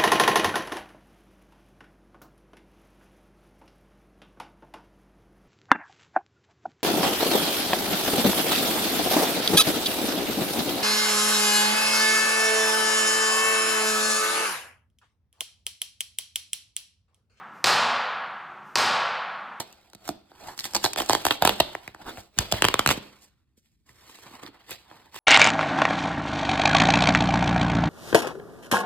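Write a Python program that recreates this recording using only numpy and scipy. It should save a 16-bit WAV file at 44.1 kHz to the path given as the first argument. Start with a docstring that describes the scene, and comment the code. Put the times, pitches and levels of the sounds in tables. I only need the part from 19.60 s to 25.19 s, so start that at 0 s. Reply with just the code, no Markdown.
"""Tearing open a cardboard mailer

A hand tears the strip off a corrugated mailer close below a phone, in a carpeted room. Glued flutes let
go in snaps; each runs through the board as a bending wave, treble first and bass last. Fibres fizz and
fingers rub between the snaps, and the hollow mailer booms as it flexes. The two microphone ports hear
the treble with a fixed lag, over a quiet room tone."""
import sys
import numpy as np
from scipy import signal
from scipy.fft import rfft, irfft, next_fast_len
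from scipy.io import wavfile
from scipy.ndimage import uniform_filter1d, map_coordinates

SR = 44100
rng = np.random.default_rng(int(sys.argv[2]) if len(sys.argv) > 2 else 0)


def to_wav(s):
    """Save 16-bit WAV."""
    ch = np.atleast_2d(s).T  # columns
    pcm = np.round(np.clip(ch, -1, 1) * 32767)  # PCM
    wavfile.write(sys.argv[1], SR, pcm.astype(np.int16))


N = 246519

# Glue and flutes letting go. Each row: start in seconds, crack level in dB, then board and torn edge
# in dB over the crack. Each layer adds its own trim.
SNAPS = [(.0032, -36.5, 6.5, 18), (.1262, -53, -4.5, 12), (.3, -52, -9, 2.5), (0.333, -38.5, -3.5, -1),
         (.3495, -37.5, -8, 2), (0.4543, -38.5, -14, 0), (0.4779, -33, 3.5, 8.5), (0.4898, -22.5, 4, 4),
         (0.7167, -49.5, 9, -20), (0.9773, -37.5, -4.5, 7.5), (0.9903, -18.5, -26, -7),
         (0.998, -23, -29, 1), (1.006, -24, -18.5, -5), (1.042, -17.5, -18.5, -5), (1.053, -23, -6, -1),
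         (1.1353, -28.5, -10, 5), (1.1488, -15, -3.5, 5), (1.153, -10.5, -9.5, -2), (1.158, -18, -6.5, -4),
         (1.164, -10.5, -7.5, -10.5), (1.168, -30, -12, 2), (1.2401, -18, -3, 7), (1.2431, -11, -0.5, 1.5),
         (1.2509, -10, -6.5, -4.5), (1.2605, -9, -7.5, -20.5), (1.333, -23, -9, 4), (1.3605, -15, -7, -9.5),
         (1.3735, -26.5, -1, -0.5), (1.3868, -20.5, -3.5, -3.5), (1.4012, -12.5, -11, -10),
         (1.405, -19, 3, -11.5), (1.419, -22, -3.5, 2.5), (1.461, -37, -6, 10), (1.49, -28.5, -5, 12),
         (1.4961, -11.5, 4.5, 4), (1.5062, -17, 5.5, -18.5), (1.512, -29.5, 10, -11.5),
         (1.532, -10, -3, -0.5), (1.545, -20, -10.5, -9), (1.55, -9.5, -0.5, -6), (1.652, -9, -3.5, -1.5),
         (1.6659, -11, 2.5, -3.5), (1.6842, -17.5, -13, -7.5), (1.708, -3.5, -9, -20),
         (1.7153, -15.5, -2, -15.5), (1.7215, -17.5, -9, -9), (1.8225, -8, 0, -4), (1.85, -17, 11.5, 10),
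         (1.853, -1.5, -15, -10.5), (1.8743, -6, -1.5, -4.5), (1.8933, -2.5, -10, -12),
         (2.001, -5.5, -7, -4.5), (2.0042, -2, -9.5, -12), (2.1508, -19.5, -0.5, -10.5),
         (2.2774, -22.5, -12, -11.5), (2.347, -30.5, -2.5, -11.5), (2.481, -38.5, 10.5, -14.5),
         (2.4873, -32.5, -2.5, -23), (2.4919, -32.5, 5, -23), (2.5722, -29.5, -5, -19.5),
         (2.58, -37, 2.5, -11.5), (2.7787, -29, -13.5, -1.5), (2.7875, -5.5, -13, 1.5),
         (2.9145, -24, -10.5, -0.5), (2.918, -25.5, -8, 6.5), (2.9231, -11, -4, 1.5),
         (2.939, -28.5, 7, -18.5), (3.0218, -4.5, -3.5, -3.5), (3.035, -24, -11.5, -15),
         (3.043, -4.5, -4.5, -11.5), (3.05, -6.5, 0.5, -8.5), (3.085, -8.5, -0.5, -3.5),
         (3.141, -9.5, 3, -3), (3.1925, -6.5, -0.5, -6), (3.2613, -13, 9, 0.5), (3.2744, -10, -1.5, 1),
         (3.2899, -16, 7, 2.5), (3.3042, -14, 3, -3.5), (3.311, -17, 8, -4.5), (3.3151, -20, -4, -6),
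         (4.2925, -41.5, -8.5, -11), (4.495, -45.5, 1, -4), (4.587, -44.5, 2.5, -11),
         (4.8635, -27.5, -18.5, -28), (4.8776, -43, -10, -16), (5.0942, -45, 8.5, 9),
         (5.1078, -34.5, -1, 10), (5.1155, -24, -8, -26.5), (5.128, -29, -25, -5), (5.313, -48, 12.5, -12),
         (5.5437, -40, 5, 0), (5.5616, -28.5, -2, -4.5)]
# The board's modes move and damp as the grip changes and the strip comes away.
# Each row: time in seconds, pitch factor, damping factor.
BOARD_GRIP = [(0, 1.17, .9), (.49, 0.97, 0.65), (1, 1.3, .9), (1.299, 1.115, 0.93), (2, 1.054, 1.3),
              (2.15, 1.16, 1.2), (2.41, 1.13, 0.61), (2.5, 1.09, 0.64), (2.8, 0.91, 1.4), (2.95, 1, 0.96),
              (3.02, 1.43, 1.9), (3.14, 1.66, 2.1), (3.35, 1.87, 3), (4.7, 1.33, 1.5), (4.87, 1.65, 1.75),
              (5.1, 1.31, 2.3), (5.59, 1.3, 0.87)]
# Crack pitch and tick brightness at chosen snaps; the snaps between take in-between values.
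# Each row: time in seconds, pitch factor of the crack, tilt of the edge tick in dB per octave.
SNAP_COLOUR = [(0, 1.4, 0), (1, 1.35, -1.7), (1.042, 1.4, 2.5), (1.15, 1.8, -4.5), (1.25, 1.18, -6),
               (1.36, 0.89, -1), (1.4, 0.81, 3), (1.5, 1.34, -3.5), (1.65, 0.96, 7), (1.85, 1.03, 5),
               (2.005, 1.054, 5.5), (2.15, 0.68, -10), (2.5, 0.54, -0.9), (2.79, 1, -4.5),
               (3.04, 0.97, -3.5), (3.14, 0.9, -1.5), (3.3, 0.9, -0.8), (4.29, .55, 5), (4.865, 1.27, -4),
               (5.1, .95, 8.5)]
# The bright fizz of the torn edge. Each row: frequency in Hz, level in dB.
EDGE_SPECTRUM = [(4000, -11.5), (5500, -1.5), (8000, -2), (12000, -6.5), (15500, -10.5), (16000, -19.5),
                 (16600, -37), (17100, -43.5)]
# The boom of the hollow mailer when centred on THUMP_HZ. Each row: frequency in Hz, level in dB.
THUMP_SPECTRUM = [(25, -11.5), (60, 2.5), (120, 4), (250, -3), (450, -30.5)]
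THUMP_HZ = 120


def amp(db):
    """Gain of a dB value."""
    return 10 ** (np.asarray(db) / 20)


def unit(x):
    """x at rms 1."""
    return x / np.sqrt(np.mean(x ** 2) + 1e-20)


def along(points, hz):
    """Read (Hz, value) points on a log frequency axis."""
    f, v = np.transpose(points)
    return np.interp(np.log(hz + 1), np.log(f + 1), v)


def shaped(points):
    """An EQ curve through (Hz, dB) points."""
    return lambda hz: amp(along(points, hz))


def at_times(s, table):
    """The columns of a table of timed values, read at times s."""
    times, *columns = np.transpose(table)
    return [np.interp(s, times, column) for column in columns]


def filtered(x, response, pad=8192):
    """x through a complex frequency response."""
    n = x.shape[-1]
    m = next_fast_len(n + pad, real=True)
    return irfft(rfft(x, m) * response(np.fft.rfftfreq(m, 1 / SR)), m)[..., :n]


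def wobble(rate):
    """A smooth random curve, rate knots a second."""
    return map_coordinates(rng.standard_normal(int(N * rate / SR) + 4), [np.arange(N) * rate / SR])


def resonance(hz, centre, width):
    """One causal resonant peak."""
    return 1j * hz * width / (centre ** 2 - hz ** 2 + 1j * hz * width)


def bending(hz, lag_1k_s=.00045, slope=1.4):
    """Bending waves slow down as pitch falls: delay = lag_1k_s * (1 kHz / hz) ^ slope."""
    khz = np.clip(hz, 45, None) / 1000
    return np.exp(-2j * np.pi * 1000 * lag_1k_s * (khz ** (1 - slope) - 1) / (1 - slope))


def panel(hz, stiffen, damping):
    """The board's modes as one response; all but the lowest follow the stiffness."""
    # Panel modes before the grip shifts them. Each row: centre in Hz, width in Hz, level in dB.
    modes = [(322.7, 76, 4.5), (695.4, 198, 8), (1350, 390, -2.5)]
    response = 0
    for k, (centre, width, db) in enumerate(modes):
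        shift = stiffen if k else 1
        response += (-1) ** k * amp(db) * resonance(hz, centre * shift, width * damping * shift)
    return response


def bursts(s, peak_db, t60_s, colour, kick, fray_db, size, fray_s=.021, rise_s=.00058):
    """A kick and a dying noise burst per event, trailed by fraying fibres and smeared by the board."""
    lead = 256  # samples of pre-roll
    t = np.clip(np.arange(size) - lead, 0, None) / SR
    noise = rng.standard_normal((len(peak_db), 2, size))
    breaks = uniform_filter1d((noise[:, 1] > 2.6) * 24., size=24)  # sparse half-millisecond pulses
    fibres = 2.25 * breaks * amp(fray_db - 60 * t / fray_s)
    envelope = (1 - np.exp(-t / rise_s)) * (amp(-60 * t / t60_s) + fibres)
    force = noise[:, 0] * envelope
    force[:, lead + 16] += kick  # the bond lets go at once
    hits = filtered(force, lambda hz: colour(hz) * bending(hz), pad=0)
    hits *= (amp(peak_db) / np.abs(hits).max(axis=1))[:, None]
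    at = np.round(s * SR).astype(int)[:, None] + np.arange(size)
    return np.bincount(at.ravel(), hits.ravel(), N + 2 * size)[lead:lead + N]


def snaps():
    """Each snap cracks the liner, rings the board, ticks at the torn edge and thumps the mailer."""
    # The liner's crack at pitch factor 1. Each row: frequency in Hz, level in dB.
    crack_spectrum = [(700, -37), (1400, -4), (2200, -6), (2700, 3), (3500, 1), (4700, -8), (6500, -25.5)]
    s, db, board_db, _ = np.transpose(SNAPS)
    pitch, _ = at_times(s[:, None], SNAP_COLOUR)
    stiffen, damping = at_times(s[:, None], BOARD_GRIP)
    stiffen *= np.exp(.04 * rng.standard_normal(stiffen.shape))  # each snap rings from another spot
    crack = bursts(s, db - 2, t60_s=.00588, colour=lambda hz: amp(along(crack_spectrum, hz / pitch)),
                   kick=2.3, fray_db=-8.5, size=2048)
    board = bursts(s, db + board_db + .27, t60_s=.00756, colour=lambda hz: panel(hz, stiffen, damping),
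                   kick=12, fray_db=-10, size=4096)
    tick = torn_edge(kick=.71)
    thump = thumps(s, db + board_db - 20.5, THUMP_HZ, ring_db=-9.5)
    return crack + tick + board + thump


def torn_edge(kick):
    """The torn edge ticks with every snap, brighter or duller from snap to snap."""
    s, db, _, edge_db = np.transpose(SNAPS)
    _, tilt = at_times(s[:, None], SNAP_COLOUR)
    colour = lambda hz: amp(along(EDGE_SPECTRUM, hz) + tilt * np.log2(np.clip(hz, 4000, None) / 8000))
    return bursts(s, db + edge_db + 1.5, t60_s=.00392, colour=colour, kick=kick, fray_db=-17, size=2048)


def thumps(s, peak_db, centre_hz, ring_db, hollow_q=7.3):
    """The hollow mailer booms briefly and rings at centre_hz."""
    centre = np.reshape(centre_hz, (-1, 1))
    ring = amp(np.reshape(ring_db, (-1, 1)))

    def boom(hz):
        body = amp(along(THUMP_SPECTRUM, hz * THUMP_HZ / centre))
        return body * (1 + ring * resonance(hz, centre, centre / hollow_q))
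    return bursts(s, peak_db, t60_s=.0047, colour=boom, kick=60, fray_db=-23, size=4096)


def drag_levels(hop=32):
    """Every drag swells and fades evenly in dB; returns the gains of liner, board and edge."""
    # Fingers and fibres dragging. Each row: peak time in seconds, liner level in dB, board and torn
    # edge in dB over the liner, seconds to swell by 20 dB, seconds to fade by 20 dB.
    drags = [(.004, -40.5, 7.5, 4.5, 0.086, 0.022), (0.039, -61, 7, -7, 0.12, 0.51),
             (0.489, -53, 7.5, 1.5, .07, 0.065), (0.791, -67, 8, -9, 0.2, 0.4),
             (0.883, -51, 12.5, 3, 0.098, 0.073), (0.984, -58, 1, 11, 0.032, 0.22),
             (1.057, -39.5, -1, 9.5, 0.019, 0.011), (1.075, -62.5, 11, 9, 0.023, 0.21),
             (1.151, -46, 7, 5.5, 0.02, 0.084), (1.247, -38.5, 0, 7, 0.017, 0.066),
             (1.378, -30.5, 3, 0.5, 0.0069, 0.061), (1.502, -35.5, 0.5, -2.5, 0.027, 0.18),
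             (1.653, -42.5, 8, 5, 0.01, 0.085), (1.714, -37, 0, -7, 0.012, 0.062),
             (1.824, -38.5, 9, -17, 0.011, 0.074), (1.86, -37, 3.5, -2.5, 0.016, 0.14),
             (2.004, -43, 5, -6.5, 0.013, 0.18), (2.287, -56.5, 3.5, -14.5, 0.12, 0.1),
             (2.416, -54.5, 13, -11, 0.032, 0.051), (2.466, -53.5, 23.5, -12.5, 0.012, 0.04),
             (2.496, -41.5, 5, -11.5, 0.037, 0.04), (2.562, -60, 2.5, -16, .012, .04),
             (2.59, -58.5, 9.5, 4, .07, 0.096), (2.806, -37, 2.5, -6, 0.037, 0.097),
             (2.938, -37, 0.5, -10.5, 0.027, 0.12), (3.042, -31.5, -2.5, -9, 0.0086, 0.11),
             (3.143, -44.5, -1, -8, 0.0093, 0.063), (3.195, -46, 7, 0, 0.012, 0.064),
             (3.311, -32, 5, 7, 0.037, 0.027), (3.36, -53.5, 4.5, -2.5, 0.073, 0.25),
             (3.632, -76, 7.5, 23, 0.029, 0.0475), (3.975, -84, -7.5, 18.5, 0.0063, 0.054),
             (4.05, -80, -6, 5, .03, 0.159), (4.264, -72.5, 6, 5.5, 0.0072, 0.38),
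             (4.45, -72.5, 6, -23, 0.078, 0.31), (4.572, -57.5, -1.5, 2.5, 0.19, 0.2),
             (4.668, -57.5, 10.5, -11, 0.031, 0.037), (4.749, -61.5, 12, 1, 0.089, 0.077),
             (4.798, -55.5, 5, -19, 0.013, 0.0099), (4.834, -55, 7.5, 1, 0.011, 0.014),
             (4.88, -52.5, 7, -4.5, 0.052, 0.019), (4.95, -72, 12, -15, 0.036, 0.052),
             (5.011, -65, 0.5, -34, 0.11, 0.11), (5.116, -43, -6, -4.5, 0.039, 0.081),
             (5.316, -61.5, 7.5, -7.5, 0.11, 0.4), (5.558, -45.5, -1.5, -1, 0.028, 0.03),
             (5.587, -50, -1, -5, 0.023, 0.045)]
    s, db, board_db, edge_db, swell_s, fade_s = np.transpose(drags)
    late = np.arange(0, N + hop, hop) / SR - s[:, None]
    envelopes = amp(-20 * np.where(late < 0, -late / swell_s[:, None], late / fade_s[:, None]))
    gains = amp([db, db + board_db, db + edge_db]) @ envelopes
    return [np.interp(np.arange(N) / hop, np.arange(len(gain)), gain) for gain in gains]


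def through_board(x):
    """x coloured by the board's moving modes and the mailer's hollow boom."""
    hz, t, spectra = signal.stft(x, SR, nperseg=1024)
    modes = panel(hz[:, None], *at_times(t, BOARD_GRIP))
    boom = amp(along(THUMP_SPECTRUM, hz) - 2)[:, None]
    return signal.istft(spectra * (modes + boom), SR, nperseg=1024)[1][:N]


def rubbing(grains_per_s=800, spread_db=4, grain_db=-5):
    """Skin and fibres slip in tiny uneven grains over a hiss; the heavy board follows the hiss alone."""
    # Skin on the liner. Each row: frequency in Hz, level in dB.
    skin_spectrum = [(700, -26), (1400, -8), (1950, 0), (2500, 2), (4500, -3), (6500, -16)]
    liner_gain, board_gain, edge_gain = drag_levels()
    slips = (rng.random(N) < grains_per_s / SR) * amp(spread_db * np.clip(rng.standard_normal(N), -2, 2))
    grains = unit(signal.lfilter([1], [1, -.97], slips))
    hold = amp(1.5 * wobble(30) + 1.5 * wobble(90))  # the grip tightens and loosens
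    hiss = hold * rng.standard_normal(N)
    friction = (1 + amp(grain_db) * grains) * hiss
    liner = unit(filtered(friction, shaped(skin_spectrum)))
    edge = unit(filtered(friction, shaped(EDGE_SPECTRUM)))
    return liner_gain * liner + board_gain * unit(through_board(hiss)) + edge_gain * edge


def room_tone():
    """The quiet of the room, mostly bass, wavering a little."""
    # The steady hush. Each row: frequency in Hz, relative level in dB.
    hush_spectrum = [(20, -18), (60, 9.5), (120, 2.5), (350, -9), (700, -40.5), (2000, -46.5), (8000, -41),
                     (14000, -44), (16000, -67.5)]
    mid, side = filtered(rng.standard_normal((2, N)), shaped(hush_spectrum))
    return amp(-70.5 + wobble(5.6)) * unit(np.array([mid + .4 * side, mid - .46 * side]))


def room_tails(count, echo_db, tail_s):
    """One echo off the nearest wall, then frequencies that die at their own speeds."""
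    # The room's decay. Each row: frequency in Hz, seconds to fall by 60 dB.
    decay_times = [(100, 0.68), (205, 0.34), (350, 0.54), (700, 0.34), (3000, 0.42), (12000, 0.41)]
    # What carpet and walls send back. Each row: frequency in Hz, gain in dB.
    wall_return = [(60, 11.5), (300, 11.5), (1000, 7), (2000, -5), (4500, -1), (7000, -32), (14000, -36.5)]
    hz, t, spectra = signal.stft(rng.standard_normal((count, round(tail_s * SR))), SR, nperseg=256)
    decay = amp(-60 * t / along(decay_times, hz)[:, None])
    tails = signal.istft(spectra * decay, SR, nperseg=256)[1]
    tails /= np.linalg.norm(tails, axis=1)[:, None]
    tails[:, :48] *= amp(echo_db)  # the first millisecond stands out as the echo
    return filtered(tails, shaped(wall_return), pad=0)


def reflections(x, delay_s, echo_db, fresh_s, tail_s):
    """The room answers x with a new tail every fresh_s."""
    size, delay = round(fresh_s * SR), round(delay_s * SR)
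    pieces = np.pad(x, (0, -N % size)).reshape(-1, size)
    answers = signal.fftconvolve(pieces, room_tails(len(pieces), echo_db, tail_s), axes=1)
    at = delay + size * np.arange(len(pieces))[:, None] + np.arange(answers.shape[1])
    return np.bincount(at.ravel(), answers.ravel())[:N]


def standing_wave(x, centre_hz=203, width_hz=4, gain_db=2):
    """One low mode of the room hums on after x."""
    return filtered(x, lambda hz: amp(gain_db) * resonance(hz, centre_hz, width_hz), pad=SR)


def flexes():
    """The whole mailer booms as it flexes or is bumped, higher for a small bump."""
    # Each row: start in seconds, peak level in dB, centre in Hz, strength of the ring in dB.
    bumps = [(0.3494, -42, 195, -8), (0.491, -22, 316, 13), (1.157, -33, 191, -5), (1.6546, -33.5, 162, -2),
             (1.8211, -27.5, 153, 3), (1.849, -18, 209, -4.5), (2.004, -23.5, 148, -9),
             (2.2779, -38, 142, -16), (2.532, -45.5, 255, 13), (2.5746, -32.5, 109, -5.5),
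             (2.773, -33.5, 203, -6.5), (2.787, -17.5, 90, 0), (2.928, -17, 104, 3.5),
             (3.043, -19.5, 112.4, -2), (3.2756, -22.5, 131, 8), (3.375, -25, 283, -7),
             (3.976, -54.5, 222, 1.5), (4.295, -48, 115.6, 3.5), (4.661, -47, 334, 8), (4.712, -45, 294, 3),
             (4.738, -45.5, 242, 9), (4.8335, -44.5, 296, 10.5), (4.848, -41.5, 337, 14),
             (4.885, -41.5, 291, 17)]
    return thumps(*np.transpose(bumps))


def ports(shared, apart):
    """Two microphone ports: one sound, offset in phase and level, plus a part that each hears alone."""
    # Phase between the ports. Each row: frequency in Hz, lead of the left port in radians.
    left_lead = [(0, 0), (520, -.7), (1030, 0), (1800, .3), (2760, 2), (3400, 1.2), (4500, 1.3), (5600, 3),
                 (15500, 16.6)]
    # Balance of the ports. Each row: frequency in Hz, left minus right in dB.
    balance = [(60, -1), (210, -2.5), (500, -3), (1170, -3), (1790, 1), (2740, -2.5), (4600, -10),
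               (6400, 0.5), (15000, -1.5)]
    # Room sound that differs between the ports. Each row: frequency in Hz, share as a gain.
    diffuse_share = [(100, .015), (300, .02), (600, .1), (1300, .07), (3000, .35), (4500, .4), (6000, .6),
                     (15000, .9)]
    side = np.array([[.5], [-.5]])

    def placement(hz):
        phase = np.interp(hz, *np.transpose(left_lead))
        return amp(side * along(balance, hz)) * np.exp(1j * side * phase)
    return filtered(shared, placement) + filtered(apart, lambda hz: along(diffuse_share, hz))


def scene():
    """Mailer, room and room tone at two ports; each catches its own reflections and edge scatter."""
    mailer = snaps() + flexes() + rubbing()
    near = np.array([reflections(mailer, delay_s=.0005, echo_db=db, fresh_s=.035, tail_s=.2)
                     for db in (21, 20.5)])
    scatter = np.array([torn_edge(kick=0), torn_edge(kick=0)])
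    far = reflections(mailer, delay_s=.0135, echo_db=20, fresh_s=1 / 9, tail_s=.5)
    shared = mailer + amp(-27) * far + standing_wave(mailer)
    apart = amp(2) * near + amp(-5) * scatter
    return ports(shared, apart) + room_tone()


def record(dry):
    """The phone rounds off the loudest peaks and keeps nothing above its band limit."""
    ceiling, top_hz = .95, 17100
    soft = dry / (1 + np.abs(dry / ceiling) ** 3) ** (1 / 3)
    return filtered(soft, lambda hz: hz < top_hz)


dry = scene()
out = record(dry)
to_wav(out)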